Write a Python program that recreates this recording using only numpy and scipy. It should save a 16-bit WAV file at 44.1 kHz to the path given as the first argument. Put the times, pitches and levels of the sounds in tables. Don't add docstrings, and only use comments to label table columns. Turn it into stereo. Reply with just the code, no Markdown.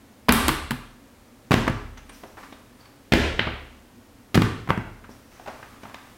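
import sys
import numpy as np
from scipy import signal
from scipy.fft import rfft, irfft, next_fast_len
from scipy.io import wavfile
from scipy.ndimage import uniform_filter1d

SR = 44100
rng = np.random.default_rng(int(sys.argv[2]) if len(sys.argv) > 2 else 0)


def waveform_to_disk(signal):
    frames = np.transpose(np.atleast_2d(signal))
    scaled = np.clip(frames, -1, 1) * 32767
    samples = np.round(scaled).astype(np.int16)
    wavfile.write(sys.argv[1], SR, samples)


N = 272097
TIME = np.arange(N) / SR

# (in play from [s], hardness [0-1], thud decay [cycles], seat level [dB], knock Q [-],
# bob frequency [Hz], bob level [dB], slap pitch [ratio], its fall [octaves/s], level to the walls [dB])
TOYS = [ (0, 0.5, 12.8, 0.5, 1.87, 74.4, -8.5, 1.16, 0.12, -6),
        (1.1, 0.26, 5.2, 3, 0.96, 131, -17, 0.9, 0.1, -5),
        (1.9, 0.24, 3.05, 1.5, 1.1, 75, -16.5, 0.95, 0.23, -1.5),
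        (4.0, 0.31, 8.8, 0.5, 1.26, 120, -9.5, 1.05, 1.73, -5.5),
        (4.95, 0.15, 6.4, -1, 1.4, 110, -25, 0.82, 0, -1), ]
# (time [s], knock level [dB],
# thud [dB], slap [dB], rim [dB], thud frequency [Hz], knock frequency [Hz], contact time [s])
IMPACTS = [ (0.2850, -13, -17, -10, -21, 240, 730, 0.0051),
           (0.2917, -4.5, 4.5, -1, -14, 224.6, 1160, 0.0023), (0.2960, -9.5, 5, -13, -33, 242, 760, 0.0057),
           (0.3229, -9.5, -9, -5, 2.5, 130, 1170, 0.002), (0.4820, -19, 3, 2, 1.5, 315, 1280, .0016),
           (0.4897, -17, -3, -2.5, -14, 133, 1050, 0.0031), (0.708, -24.5, 4, -2.5, -6, 240, 1280, 0.0026),
           (0.7161, -27, 4.5, -6.5, -12, 136, 1020, 0.0036), (1.5087, -22.5, 11, -4, -11, 162, 417, 0.0026),
           (1.5162, -14, -3, -8.5, -14, 248, 795, 0.0045), (1.5285, -22.5, -13, 0, -9.5, 265, 670, 0.008),
           (1.5405, -16, 10, -0.5, -8.5, 240, 620, .0027), (1.6689, -26.5, -22, -29, -23, 250, 960, 0.0025),
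           (1.6780, -17.5, 0.5, -25, -19, 262, 890, 0.0044),
           (1.6990, -32.5, 16.5, -20, -13, 116, 610, .0011),
           (3.1212, -20.5, 9, 5.5, -9.5, 147, 440, 0.0055), (3.136, -14, 10, 4, -6.5, 230.8, 486, 0.0026),
           (3.3924, -23.5, 2, 3.5, -22, 187, 620, .0028), (3.3946, -33.5, 7.5, 17, -26, 316, 1400, .001),
           (3.4703, -24.5, 1.5, -8, -40, 159, 630, 0.0064), (4.3445, -18.5, -2, -1.5, -8, 334, 1230, .011),
           (4.3550, -24, 14, -18, -5.5, 221, 700, 0.0014), (4.3760, -17, 13.5, -12.5, -30, 167, 920, .0022),
           (4.419, -20.5, 7, -2.5, -11, 240, 950, 0.003), (4.6748, -33.5, 0, -22, -22, 200, 780, .0043),
           (4.6900, -21, 0.5, -9, -20, 153, 790, 0.018), (4.7044, -17.5, 2.5, -1, -22.5, 176, 860, .0015),
           (4.7760, -28, 11, -31, -22, 189, 810, 0.0018), ]
# (time [s], knock level [dB], thud [dB], brightness [dB], knock frequency [Hz], contact time [s])
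FINGER_TAPS = [ (1.973, -43, -13, -1, 1000, .012), (2.094, -43, -8, -1, 677, .008),
               (2.235, -35.5, -5, -12, 575, 0.0066), (2.371, -35.5, -28, -20, 900, 0.015),
               (2.430, -39, -16, -11, 1150, 0.0099), (2.525, -41.5, -1.5, -5.5, 660, 0.0048),
               (2.856, -55.5, -9, 2, 900, .005), (5.04, -42.5, -8, -12, 1360, .012),
               (5.092, -42.5, 3.5, -17, 566, 0.0034), (5.397, -39.5, -15, -18, 715, 0.0033),
               (5.46, -36, -23, -11, 815, .0045), (5.475, -28.5, -17, -10, 730, .012),
               (5.627, -37, -10, -12, 1090, 0.0068), (5.833, -41.5, 3, -3, 725, 0.007),
               (5.853, -37, -10, -13, 836, 0.0064), (5.896, -41.5, -5, -13, 920, 0.0022),
               (5.944, -35.5, -21, -3, 950, .002), ]
# (time [s], level [dB], pitch [Hz])
CREAKS = [(1.975, -49, 6150), (2.093, -48, 8900), (2.146, -53, 5500), (2.524, -49, 3700),
          (2.805, -54, 4600), (2.853, -55, 4400), (5.113, -53, 5600), (5.943, -45, 3610)]
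# (start [s], length [s], level [dB], tilt [dB/octave], squeak [Hz])
STROKES = [ (2.109, 0.066, -51.5, 2.5, 5640), (2.363, 0.077, -50, 0.8, 1030), (2.777, 0.025, -54, 0, 4570),
           (5.081, 0.04, -55, 2.2, 5600), (5.298, 0.14, -53.5, 1.1, 5800), (5.45, 0.28, -50, 0, 1260),
           (5.801, 0.33, -53.5, 1, 1010), ]

# (frequency [Hz], level [dB], T60 [s])
SEAT_MODES = [(38.4, -20.5, 0.96), (69, -31, 0.81), (110, -23, 0.36), (240, -25, 0.21)]
SHEET_MODES = [(338, -8, 0.15), (413.6, -7, 0.13), (528, -16, 0.2), (647, -20, 0.31), (760, -29, 0.32),
               (920, -59, 0.19), (1078, -27, 0.42), (1170, -21, 0.37), (1312, -23, 0.37), (1697, -20, 0.17)]
# (frequency [Hz], level [dB])
SLAP_SPECTRUM = [(300, -24.5), (1000, -5.5), (1600, 7.5), (2300, 7), (3400, 4), (4300, -2), (5200, -9.5),
                 (7000, -29), (10000, -40), (16000, -50)]
HARD_RIM_SPECTRUM = [(1500, -22), (4000, -13), (5200, -20), (6800, -12.5), (8500, 11.5), (9600, 13.5),
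                     (10800, 18.5), (13000, 14), (15500, 8.5)]
SOFT_RIM_SPECTRUM = [(1500, -31), (3500, 1.5), (5200, 7), (6800, -2), (9000, -18), (12000, -22),
                     (15500, -21)]
RUB_SPECTRUM = [(200, 4.5), (600, -1), (1200, 0), (2200, -3), (3500, -9), (6000, -11.5), (10000, -15.5),
                (16000, -18.5)]
REVERB_SPECTRUM = [(20, 3), (38, -4.5), (70, -4.5), (150, -0.5), (300, 1), (600, -3), (1200, -1.5),
                   (3000, -0.5), (7000, -1), (15000, 2.5)]
AIR_SPECTRUM = [(15, -26.5), (25, -14), (123, -8.5), (157, -20.5), (249, -3.5), (270, -12), (416, -17),
                (489, -14.5), (575, -16.5), (988, -20.5), (1070, -20.5), (1890, -24.5), (3520, -29.5),
                (5000, -31.5), (16000, -37.5)]
# (frequency [Hz], T60 [s])
REVERB_T60 = [(50, 0.97), (160, 0.28), (420, 0.68), (1200, 0.62), (3000, 0.66), (8000, 0.61), (15000, 0.25)]
# (frequency [Hz], coherence [-])
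REVERB_COHERENCE = [(100, 1), (300, 1), (700, 0.9), (1400, 0.75), (3000, 0.47), (7000, 0.075),
                    (15000, 0.098)]
AIR_COHERENCE = [(60, 0.97), (130, 0.81), (290, 0.59), (640, 0), (1410, -0.0), (3100, 0), (6820, 0.17),
                 (15000, 0.2)]
# (frequency [Hz], half-width [Hz], level [dB])
HUM = (280, 4.2, -63.5)


def toys(paths=3):
    direct, to_walls = np.zeros((2, N)), np.zeros((paths, 2, N))
    events = [sofa_impact(*row) for row in IMPACTS]
    events += [finger_tap(*row) for row in FINGER_TAPS]
    events += [creak(*row) for row in CREAKS]
    for k, (start, near, walls) in enumerate(events):
        add(direct, start, near)
        add(to_walls[k % paths], start, walls)
    return direct + sum(reverberation(x) for x in to_walls)


def sofa_impact(start, db, *contact, landing_ring_db=10, landing_s=0.15):
    toy = toy_at(start)
    in_play_from, hardness, *_, pitch, octaves_per_s, walls_db = toy
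    since_landing = start - min(row[0] for row in IMPACTS if row[0] >= in_play_from)
    landing_ring = np.exp(-(since_landing / landing_s) ** 2)
    near, walls = blow(toy, *contact, pitch * 2 ** (-octaves_per_s * since_landing))
    return start, amp(db) * near, amp(db + walls_db + landing_ring_db * hardness * landing_ring) * walls


def blow(toy, thud_db, slap_db, rim_db, thud_hz, knock_hz, contact_s, pitch, size=2048):
    _, hardness, _, _, knock_q, *_ = toy
    t, hz = np.arange(SR) / SR, bins(size) + 1
    near = np.tile(amp(thud_db) * thud(t, thud_hz, toy), (2, 1))
    modes = [(f, db + hollow_db(f, knock_hz, knock_q), t60) for f, db, t60 in SHEET_MODES]
    add(near, 0, damped_modes(t[:SR // 4], modes)[None])
    walls = near.copy()
    knock = hollow_db(hz, knock_hz, knock_q)
    slap = read(SLAP_SPECTRUM, hz / pitch)
    rim = hardness * read(HARD_RIM_SPECTRUM, hz) + (1 - hardness) * read(SOFT_RIM_SPECTRUM, hz)
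    impulse = signal.unit_impulse(size)[None]
    for k, (gain, spectrum) in enumerate([(1, knock), (amp(slap_db), slap), (amp(rim_db), rim)]):
        add(near, 0, gain * fixed_energy(coloured(patter(t[:size], contact_s), spectrum)))
        add(walls, k * contact_s, gain * fixed_energy(coloured(impulse, spectrum)))
    return near, walls


def thud(t, hz, toy, overtone=1.694, overtone_db=-3, stiff_db=-14, bob_t60=0.12, low_cut_hz=50):
    _, hardness, cycles, seat_db, _, bob_hz, bob_db, *_ = toy
    flex_db = overtone_db + stiff_db * hardness
    t60 = cycles / hz
    modes = [(hz, 0, t60), (hz * overtone, flex_db, t60 / overtone), (bob_hz, bob_db, bob_t60)]
    motion = damped_modes(t, modes) + amp(seat_db) * damped_modes(t, SEAT_MODES)
    low_cut = signal.butter(4, low_cut_hz, "high", fs=SR, output="sos")
    return fixed_energy(signal.sosfilt(low_cut, motion))


def hollow_db(hz, knock_hz, q, soft_hz=3000):
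    detuning = q * (hz / knock_hz - knock_hz / hz)
    return -20 * np.log10((1 + detuning ** 2 / 2) * np.hypot(1, (hz / soft_hz) ** 2))


def patter(t, contact_s, snap=0.28, width=0.24, flattening=0.043, give=0.21):
    mid, side = rng.standard_normal((2, len(t)))
    envelope = np.exp(-t / contact_s) * (1 - np.exp(-t / (give * contact_s)))
    touches = (mid + width * np.array([side, -side])) * envelope
    spectrum = rfft(touches / np.linalg.norm(touches[0]) + snap * (t == 0))
    spectrum /= (abs(spectrum) + 1e-9) ** flattening
    return irfft(spectrum) * np.exp(-t / (10 * contact_s))


def finger_tap(start, db, thud_db, bright_db, knock_hz, contact_s, thud_hz=247, rim_db=-8.5):
    toy = toy_at(start)
    *_, pitch, _, walls_db = toy
    near, walls = blow(toy, thud_db, bright_db, bright_db + rim_db, thud_hz, knock_hz, contact_s, pitch)
    return start, amp(db) * near, amp(db + walls_db - 0.5) * walls


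def creak(start, db, pitch_hz, decay_s=0.008, width_octaves=0.074, walls_db=-3.5, size=4096):
    octaves = np.log2((bins(size) + 1) / pitch_hz)
    peak_db = -20 * np.log10(1 + (octaves / width_octaves) ** 2)
    slips = patter(np.arange(size) / SR, decay_s)
    near = amp(db) * fixed_energy(coloured(slips, peak_db))
    return start, near, amp(walls_db) * near


def rubbing(rise_s=0.022, fade_s=0.18, squeak_db=5, squeak_octaves=0.16, grain_db=0.2):
    out, t, hz = np.zeros((2, N)), np.arange(SR) / SR, bins(size=2048) + 1
    for start, length, db, tilt_db, squeak_hz in STROKES:
        squeak = squeak_db * np.exp(-(np.log2(hz / squeak_hz) / squeak_octaves) ** 2)
        spectrum = np.transpose([hz, read(RUB_SPECTRUM, hz) + tilt_db * np.log2(hz) + squeak])
        slips = unit_rms(uniform_filter1d(rng.standard_normal(SR), size=260))
        swell = np.minimum(t / rise_s, 1) * np.exp(-np.maximum(t - length, 0) / fade_s)
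        rustle = unit_rms(stereo_noise(SR, spectrum, REVERB_COHERENCE))
        add(out, start, amp(db + grain_db * slips) * swell * rustle)
    return out


def reverberation(x, wall_delay_s=0.0059, early_db=-7, wall_db=-19):
    noise = stereo_noise(3 * SR // 2, REVERB_SPECTRUM, REVERB_COHERENCE)
    hz, t, bands = signal.stft(noise, SR, nperseg=512)
    decay = amp(-60 * t / read(REVERB_T60, hz)[:, None])
    response = signal.istft(bands * decay, SR, nperseg=512)[1]
    first_echo = round(wall_delay_s * SR)
    response[:, :first_echo] *= amp(early_db)
    response /= np.linalg.norm(response[0])
    response[:, first_echo] += amp(wall_db)
    return signal.fftconvolve(x.mean(0)[None], response, axes=1)[:, :N]


def air_and_hum(air_db=-50.5):
    hum_hz, width_hz, hum_db = HUM
    size = next_fast_len(N)
    peak = 1 / (1 + ((bins(size) - hum_hz) / width_hz) ** 2)
    hum = irfft(rfft(rng.standard_normal(size)) * peak)[:N]
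    air = stereo_noise(N, AIR_SPECTRUM, AIR_COHERENCE)
    return amp(air_db) * unit_rms(air) + amp(hum_db) * unit_rms(hum)


def damped_modes(t, modes):
    return sum(amp(db - 60 * t / t60) * np.sin(2 * np.pi * hz * t) for hz, db, t60 in modes)


def coloured(x, db):
    log_gain = np.log(amp(np.maximum(db, -100)))
    phase = -signal.hilbert(np.r_[log_gain, log_gain[-2:0:-1]]).imag[:len(db)]
    return irfft(rfft(x) * np.exp(log_gain + 1j * phase))


def stereo_noise(size, spectrum, coherence):
    padded = next_fast_len(size)
    hz = bins(padded)
    mid, side = rfft(rng.standard_normal((2, padded)))
    alike = np.clip(read(coherence, hz), -1, 1)
    mid, side = mid * np.sqrt((1 + alike) / 2), side * np.sqrt((1 - alike) / 2)
    return irfft(np.array([mid + side, mid - side]) * amp(read(spectrum, hz)), padded)[:, :size]


def toy_at(seconds):
    return [toy for toy in TOYS if toy[0] <= seconds][-1]


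def amp(db):
    return 10 ** (np.asarray(db) / 20)


def unit_rms(x):
    return x / np.sqrt(np.mean(x ** 2) + 1e-20)


def fixed_energy(x):
    return unit_rms(x) * np.sqrt(0.005 * SR / x.shape[-1])


def read(points, hz):
    table_hz, values = np.transpose(points)
    return np.interp(np.log(hz + 1), np.log(table_hz + 1), values)


def bins(size):
    return np.fft.rfftfreq(size, 1 / SR)


def add(mix, start, sound):
    part = mix[:, round(start * SR):][:, :sound.shape[1]]
    part += sound[:, :part.shape[1]]


def scene():
    return toys() + rubbing() + air_and_hum()


def record(dry, limit_db=-7.5, recovery_db_per_s=50, cutoff_hz=16000):
    power_db = 10 * np.log10(abs(uniform_filter1d((dry ** 2).mean(0), size=64)) + 1e-12)
    recovery_db = TIME * recovery_db_per_s
    peak_db = np.maximum.accumulate(power_db + recovery_db) - recovery_db
    duck_db = uniform_filter1d(np.maximum(peak_db - limit_db, 0), size=32)
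    limited = np.clip(dry * amp(-duck_db), -1, 1)
    lowpass = signal.firwin(301, cutoff_hz, window=("kaiser", 9), fs=SR)
    return signal.oaconvolve(limited, lowpass[None], "same")


dry = scene()
out = record(dry)
waveform_to_disk(out)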